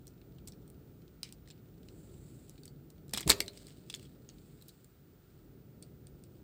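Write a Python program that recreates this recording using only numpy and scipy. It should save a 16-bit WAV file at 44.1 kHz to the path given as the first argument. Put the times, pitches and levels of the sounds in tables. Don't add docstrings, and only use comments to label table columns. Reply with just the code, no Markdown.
import sys
import numpy as np
from scipy import signal
from scipy.fft import rfft, irfft, next_fast_len
from scipy.io import wavfile
from scipy.ndimage import map_coordinates

SR = 44100
rng = np.random.default_rng(int(sys.argv[2]) if len(sys.argv) > 2 else 0)


def transcribe(u):
    v = np.clip(np.atleast_2d(u).T, -1, 1)
    q = np.round(v * 32767).astype(np.int16)
    wavfile.write(sys.argv[1], SR, q)


N = 283563
TIME = np.arange(N) / SR


def amp(db):
    return 10 ** (np.asarray(db) / 20)


def unit(x):
    return x / np.sqrt(np.mean(x ** 2) + 1e-20)


def unit_energy(x):
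    return x / (np.linalg.norm(x) + 1e-20)


def along(points, hz):
    point_hz, values = np.transpose(points)
    return np.interp(np.log(hz + 1), np.log(point_hz + 1), values)


def wobble(rate):
    knots = rng.standard_normal(int(N * rate / SR) + 4)
    return map_coordinates(knots, [TIME * rate])


def add(track, s, sound):
    part = track[round(s * SR):][:len(sound)]
    part += sound[:len(part)]


def noise(spectrum):
    size = next_fast_len(N + SR // 4)
    gain = amp(along(spectrum, np.fft.rfftfreq(size, 1 / SR)))
    return unit(irfft(rfft(rng.standard_normal(size)) * gain, size)[:N])


def coloured(x, spectrum, tilt_db=0):
    size = len(x)
    hz = np.fft.rfftfreq(size, 1 / SR)
    db = along(spectrum, hz) + tilt_db * np.log2(np.maximum(hz / 2600, 1))
    cepstrum = irfft(np.log(amp(db)))
    cepstrum[1:size // 2] *= 2
    cepstrum[size // 2 + 1:] = 0
    return irfft(rfft(x) * np.exp(rfft(cepstrum)))


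# (frequency [Hz], relative level [dB per Hz])
TRAFFIC_COLOUR = [(20, -46), (34, -34.5), (43, -1), (50, -1.5), (60, -4.5), (100, -3.5), (145, 1),
                  (210, -7), (380, -8.5), (520, -18.5), (800, -29.5), (1600, -48.5), (4000, -82.5)]
# (frequency [Hz], relative level [dB per Hz])
AIR_COLOUR = [(100, -11), (700, 4.5), (1050, 0), (1350, 8.5), (1650, 2), (2500, -1.5), (4300, -2.5),
              (6000, -6), (8500, -5), (9600, -9.5), (14300, -8), (14700, -3), (15700, -4.5), (15900, -30)]
TRAFFIC_DB, TRAFFIC_SWELL_DB = -56, 1.5
WHINE_HZ = 14766


def background():
    traffic_db = TRAFFIC_DB + TRAFFIC_SWELL_DB * wobble(1.6) + 0.62 * wobble(5.5)
    traffic = amp(traffic_db) * noise(TRAFFIC_COLOUR)
    air = amp(-74.5 + .4 * wobble(3)) * noise(AIR_COLOUR)
    whine_hz = WHINE_HZ + 0.99 * wobble(6)
    whine = amp(-73) * np.sin(2 * np.pi * np.cumsum(whine_hz) / SR)
    return traffic + air + whine


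# (frequency [Hz], fade time [s])
WALL_FADE = [(100, .7), (500, .65), (1200, .36), (4000, .3), (8000, .25), (14000, 0.47)]
# (frequency [Hz], level [dB])
ECHO_COLOUR = [(100, 10.5), (600, 1), (2500, 0), (5000, 1.5), (8500, -3), (12000, -5), (16000, -5.5)]


def yard(x):
    hz, t, grains = signal.stft(rng.standard_normal((2, SR)), SR, nperseg=256)
    colour_db = along(ECHO_COLOUR, hz)[:, None]

    def tail(grain, t60, rise_s):
        shape = amp(colour_db - 60 * t / t60) * (1 - np.exp(-t / rise_s))
        return unit_energy(signal.istft(grain * shape, SR, nperseg=256)[1])

    near = tail(grains[0], 0.073, 0.0023)
    walls = tail(grains[1], along(WALL_FADE, hz)[:, None], 0.0021)
    return signal.fftconvolve(x, amp(-11.0) * near + amp(-20.5) * walls)[:N]


# (frequency [Hz], relative level [dB], time to fade by 60 dB [s])
TABLE_MODES = [(55.7, 2, 0.42), (95.56, 4.5, .5), (323, -5.5, 0.18), (387, -3, 1), (410, 3, 0.63),
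               (515, -2.5, 0.58), (592, -6, 0.97), (680, -10, 0.91), (877, -16, .5)]


def table():
    out, t = np.zeros(N), np.arange(SR) / SR
    s, db = max(SNAPS, key=lambda row: row[1])[:2]
    ring = sum(amp(mode_db - 60 * t / t60) * np.sin(2 * np.pi * hz * t)
               for hz, mode_db, t60 in TABLE_MODES)
    add(out, s, amp(db - 33) * ring)
    return out


# (frequency [Hz], level [dB])
CRACK_COLOUR = [(300, -45.5), (1400, -18), (2300, -9.5), (3200, -3), (4300, 3), (6400, 0.5), (8400, 6.5),
                (9400, 3.5), (10600, -5), (12800, 1), (15500, -7.5)]
GRIP_DB, GRIP_RANGE_DB = -54, 8


def grip(count=90):
    out, t = np.zeros(N), np.arange(SR // 100 * 2) / SR
    times = rng.uniform(0, 4.8, count)
    for s, size, tilt in zip(times, rng.random(count), rng.standard_normal(count)):
        burst = rng.standard_normal(len(t)) * amp(-60 * t / .02)
        tick = coloured(burst, CRACK_COLOUR, -11 + 2.5 * tilt)
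        add(out, s, amp(GRIP_DB + GRIP_RANGE_DB * size ** 3) * unit_energy(tick))
    return out


# (start [s], end [s], level before fading [dB])
RUBS = [(1.786, 2.772, -69), (3.426, 3.9, -81), (4.142, 5.0, -76)]
# (time of greatest effort [s], level [dB], half length [s])
TURNS = [(3.17, -44.5, .018), (3.22, -61, .025), (3.296, -39.5, 0.016), (3.385, -61, .04), (3.58, -66, .08),
         (3.753, -72, .08), (4.0, -69, .09), (4.62, -78.5, 0.29), (5.35, -81, 0.086), (5.873, -83, 0.045),
         (6.38, -79, 0.17)]
# (frequency [Hz], relative level [dB per Hz])
SKIN_COLOUR = [(1000, -10), (3000, -9), (4600, -4), (5800, -14.5), (7700, 5), (9200, -5), (11500, -11),
               (15000, -32)]
# (frequency [Hz], relative level [dB per Hz])
HINGE_COLOUR = [(400, -20), (1200, -7.5), (3400, -0.5), (4600, 1.5), (6000, -8.5), (8200, 2.5),
                (10500, -14), (16000, -12)]
RUB_ATTACK_S, RUB_RELEASE_S, RUB_FADE_DB_PER_S = 0.24, 0.24, 5
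SLIP_DB, BURST_DB = 4.2, 2.6


def friction():
    slide = np.zeros(N)
    for start, end, db in RUBS:
        attack = np.clip((TIME - start) / RUB_ATTACK_S, 0, 1)
        release = np.clip((end - TIME) / RUB_RELEASE_S, 0, 1)
        slide += attack * release * amp(db - RUB_FADE_DB_PER_S * (TIME - start))
    effort = sum(amp(db) * np.exp(-.5 * ((TIME - s) / half) ** 2) for s, db, half in TURNS)
    skin_flutter = amp(1.8 * wobble(110) + 1.2 * wobble(8.12))
    hinge_flutter = amp(SLIP_DB * wobble(350) + BURST_DB * wobble(35))
    skin = slide * unit(noise(SKIN_COLOUR) * skin_flutter)
    hinge = effort * unit(noise(HINGE_COLOUR) * hinge_flutter)
    return skin + hinge


# (time [s], level [dB], pitch [Hz], length [s], rumble relative to the push [dB])
THUDS = [(3.137, -43, 242, .02, -0.5), (3.259, -26, 132.7, 0.017, -8), (3.268, -33.5, 70.2, 0.03, -6),
         (3.396, -43.5, 302, 0.011, -0.5), (3.962, -52, 125, .05, -0.5)]
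# (frequency [Hz], relative level [dB per Hz])
BOARD_COLOUR = [(20, -24), (45, 1.5), (90, -3), (160, -9.5), (250, -3), (400, -1), (520, -5), (660, -13),
                (800, -28), (2000, -59.5)]


def thuds():
    out, board = np.zeros(N), noise(BOARD_COLOUR)
    for s, db, hz, length, rumble_db in THUDS:
        t = np.maximum(TIME - s, 0)
        push = np.sin(np.pi * np.minimum(t / length, 1)) * np.sin(2 * np.pi * hz * t)
        rumble = board * amp(rumble_db - 60 * t / .13) * (1 - np.exp(-t / .008))
        out += amp(db) * (push + rumble)
    return out


# (time [s], level over 2 ms [dB rms], time for the crack to fade by 60 dB [s],
# treble tilt of the crack [dB per octave], strongest mode of the part that moved [Hz],
# ring relative to the crack [dB])
SNAPS = [(0.0696, -50, .008, 2, 7870, -3), (0.078, -51.5, 0.0098, 4, 5940, 1),
         (0.2148, -61, 0.012, -21, 4000, -5), (0.3838, -59, 0.016, -14, 3100, -2),
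         (0.4734, -43, 0.022, -0.5, 8200, -7), (0.482, -45, 0.021, 0, 7630, 3),
         (0.521, -53.5, 0.0084, -6, 5500, -1), (0.678, -59.5, .008, 7, 8500, 8),
         (0.7009, -55, .006, 11, 9040, -2), (1.0795, -62, 0.0053, -11, 4970, -6),
         (1.2313, -32.5, 0.0074, -6, 4760, -1), (1.234, -47.5, 0.2, -9, 2353, 0),
         (1.2901, -56, 0.0059, -9, 4970, -8), (1.3245, -46, 0.0055, -0.5, 7500, 1),
         (1.4751, -56, 0.0094, -5, 2040, 0), (1.4832, -56.5, 0.029, -7, 5900, -12),
         (1.5024, -50.5, 0.0086, -11, 3950, -12), (1.508, -51, 0.028, -15, 7560, 2),
         (1.8308, -62, .008, -12, 4780, -1), (1.8859, -53, 0.008, -9, 4030, -6),
         (2.4955, -49.5, 0.0029, -2, 9400, -3), (2.578, -57, .025, -17, 3830, 2),
         (2.634, -52.5, .007, -3, 4520, 6), (2.655, -46.5, 0.0088, 3, 8180, -2),
         (2.6786, -50.5, 0.0097, 0, 4430, 7), (2.902, -55.5, 0.013, -1, 7500, -9.5),
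         (3.081, -61, .008, -0.5, 7500, -6), (3.094, -54, 0.01, -4, 7450, -1),
         (3.11, -57, .008, -0.5, 8100, -2.5), (3.1348, -31.5, 0.015, -7.5, 4230, -9),
         (3.1369, -29, 0.0069, -6, 11160, 0), (3.142, -35.5, .02, 3, 3407, 0.5),
         (3.148, -34, 0.0077, -14, 3350, 1.5), (3.1742, -29, 0.0086, -4, 3900, -10.5),
         (3.1775, -32.5, 0.011, -1, 5170, 4), (3.1823, -33.5, .007, -5, 3270, 9),
         (3.198, -42, 0.0068, -10, 4130, -9), (3.2072, -35.5, 0.0093, 5, 8176, -5),
         (3.212, -39, 0.015, -3.5, 6975, -2), (3.228, -41, .022, -22, 3274, 5),
         (3.2768, -29.5, .007, -9, 7620, 3), (3.2784, -28.5, 0.0064, 14, 10780, 0),
         (3.2915, -25, .027, 9, 7624, -2), (3.2968, -16, .008, 1.5, 7620, -11),
         (3.301, -13.5, .005, -7.5, 4384, 4), (3.3024, -14.5, 0.0055, -1, 4053, -3.5),
         (3.3055, -21.5, .014, -13, 7950, -4), (3.308, -21.5, .014, 2, 2430, 1),
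         (3.317, -21.5, .008, -5, 2000, -6), (3.3265, -32.5, 0.0068, -18, 3420, 8),
         (3.4037, -23, 0.0088, -1, 4420, -0.5), (3.4053, -28.5, .008, -8, 2360, 9),
         (3.461, -51, .008, 10, 4060, 4.5), (3.4807, -36, 0.0058, -12, 4060, 4),
         (3.5728, -47.5, 0.018, -6, 4900, 0), (3.6685, -49.5, 0.0082, -4.5, 4760, -4),
         (3.705, -57.5, .009, -11.5, 3120, -1), (3.899, -37, 0.017, -5.5, 3420, 2.5),
         (3.9272, -50, .008, -10, 8710, -3), (3.94, -34, 0.013, -8, 3440, 20.5),
         (3.9481, -38.5, 0.0071, -2, 7320, 3.5), (3.9585, -50.5, 0.012, -4, 6930, -10),
         (3.9949, -54, 0.011, -8, 3140, -2), (4.0504, -56, 0.032, -2, 3396, 10),
         (4.2897, -47.5, 0.0068, -20.5, 6670, 11), (4.297, -54, 0.011, -16, 4420, 13),
         (4.383, -61, 0.017, -7, 4500, -5), (4.613, -57, .01, 11, 4050, 0.5),
         (4.622, -50.5, 0.016, 11.5, 4016, -4.5), (4.6822, -48.5, 0.022, 3.5, 11750, -1),
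         (4.689, -50.5, .03, -1.5, 3934, -2.5), (4.8444, -55, 0.0087, 7.5, 7430, -3),
         (5.8248, -47, 0.0083, 0.5, 8680, 10.5), (5.826, -53.5, 0.034, -3, 4480, 7),
         (6.0696, -52.5, 0.0069, -2.5, 8700, 6.5), (6.2373, -55, 0.011, -2, 8700, 2)]
# (frequency [Hz], level [dB])
KNOCK_COLOUR = [(60, -27), (250, -1.5), (400, 2.5), (600, -4.5), (800, 1), (1100, -0.5), (1400, -4),
                (2100, 4), (2800, -8.5), (4200, -27.5), (9000, -50)]
# (frequency [Hz], level [dB])
SHELL_MODES = [(2330, -10.5), (3450, -3), (4450, -1), (5300, -0.5), (7750, 2.5), (8800, -4.5)]
SHELL_DB = -6.5
KNOCK_DB, PRESSED_KNOCK_DB = -24, -6.5
PRESSED_FROM_S, PRESSED_TO_S = 3.1, 3.43


def snaps(size=4096):
    direct, spread, t = np.zeros(N), np.zeros(N), np.arange(size) / SR

    def swell(t60):
        return amp(-60 * t / t60) * (1 - np.exp(-t / (.06 * t60)))

    def burst(t60):
        return rng.standard_normal(size) * swell(t60)

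    def mode(hz):
        jittery_hz = hz + 1300 * rng.standard_normal(size)
        return np.sin(2 * np.pi * np.cumsum(jittery_hz) / SR)

    def crack(t60, tilt_db):
        return unit_energy(coloured(burst(t60), CRACK_COLOUR, tilt_db))

    for s, db, t60, tilt_db, ring_hz, ring_db in SNAPS:
        strength = amp(db) * np.sqrt(SR / 500)
        pressed = PRESSED_FROM_S < s < PRESSED_TO_S
        knock_db = PRESSED_KNOCK_DB if pressed else KNOCK_DB
        part = unit(mode(ring_hz))
        shell = unit(sum(amp(mode_db) * mode(hz) for hz, mode_db in SHELL_MODES))
        ring = amp(ring_db) * unit_energy((part + amp(SHELL_DB) * shell) * swell(1.1 * t60))
        knock = amp(knock_db) * unit_energy(coloured(burst(0.81 * t60), KNOCK_COLOUR))
        add(direct, s, strength * unit_energy(crack(t60, tilt_db) + ring + knock))
        add(spread, s, strength * unit_energy(crack(t60, tilt_db) + amp(-8) * ring + knock))
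    return direct, spread


def scene():
    direct, spread = snaps()
    handling = thuds() + friction() + grip()
    echoes = yard(spread + handling)
    return (direct + handling + echoes + table() + background())[None]


LOW_CUT_HZ, TOP_HZ = 32, 16300


def record(dry):
    size = next_fast_len(N + SR // 4)
    hz = np.fft.rfftfreq(size, 1 / SR)
    low_cut = 1 - 1 / (1 + (hz / LOW_CUT_HZ) ** 8)
    edge = np.clip((TOP_HZ - hz) / 400 + .5, 0, 1)
    high_cut = np.sin(np.pi / 2 * edge) ** 2
    return irfft(rfft(dry, size) * low_cut * high_cut, size)[:, :N]


dry = scene()
out = record(dry)
transcribe(out)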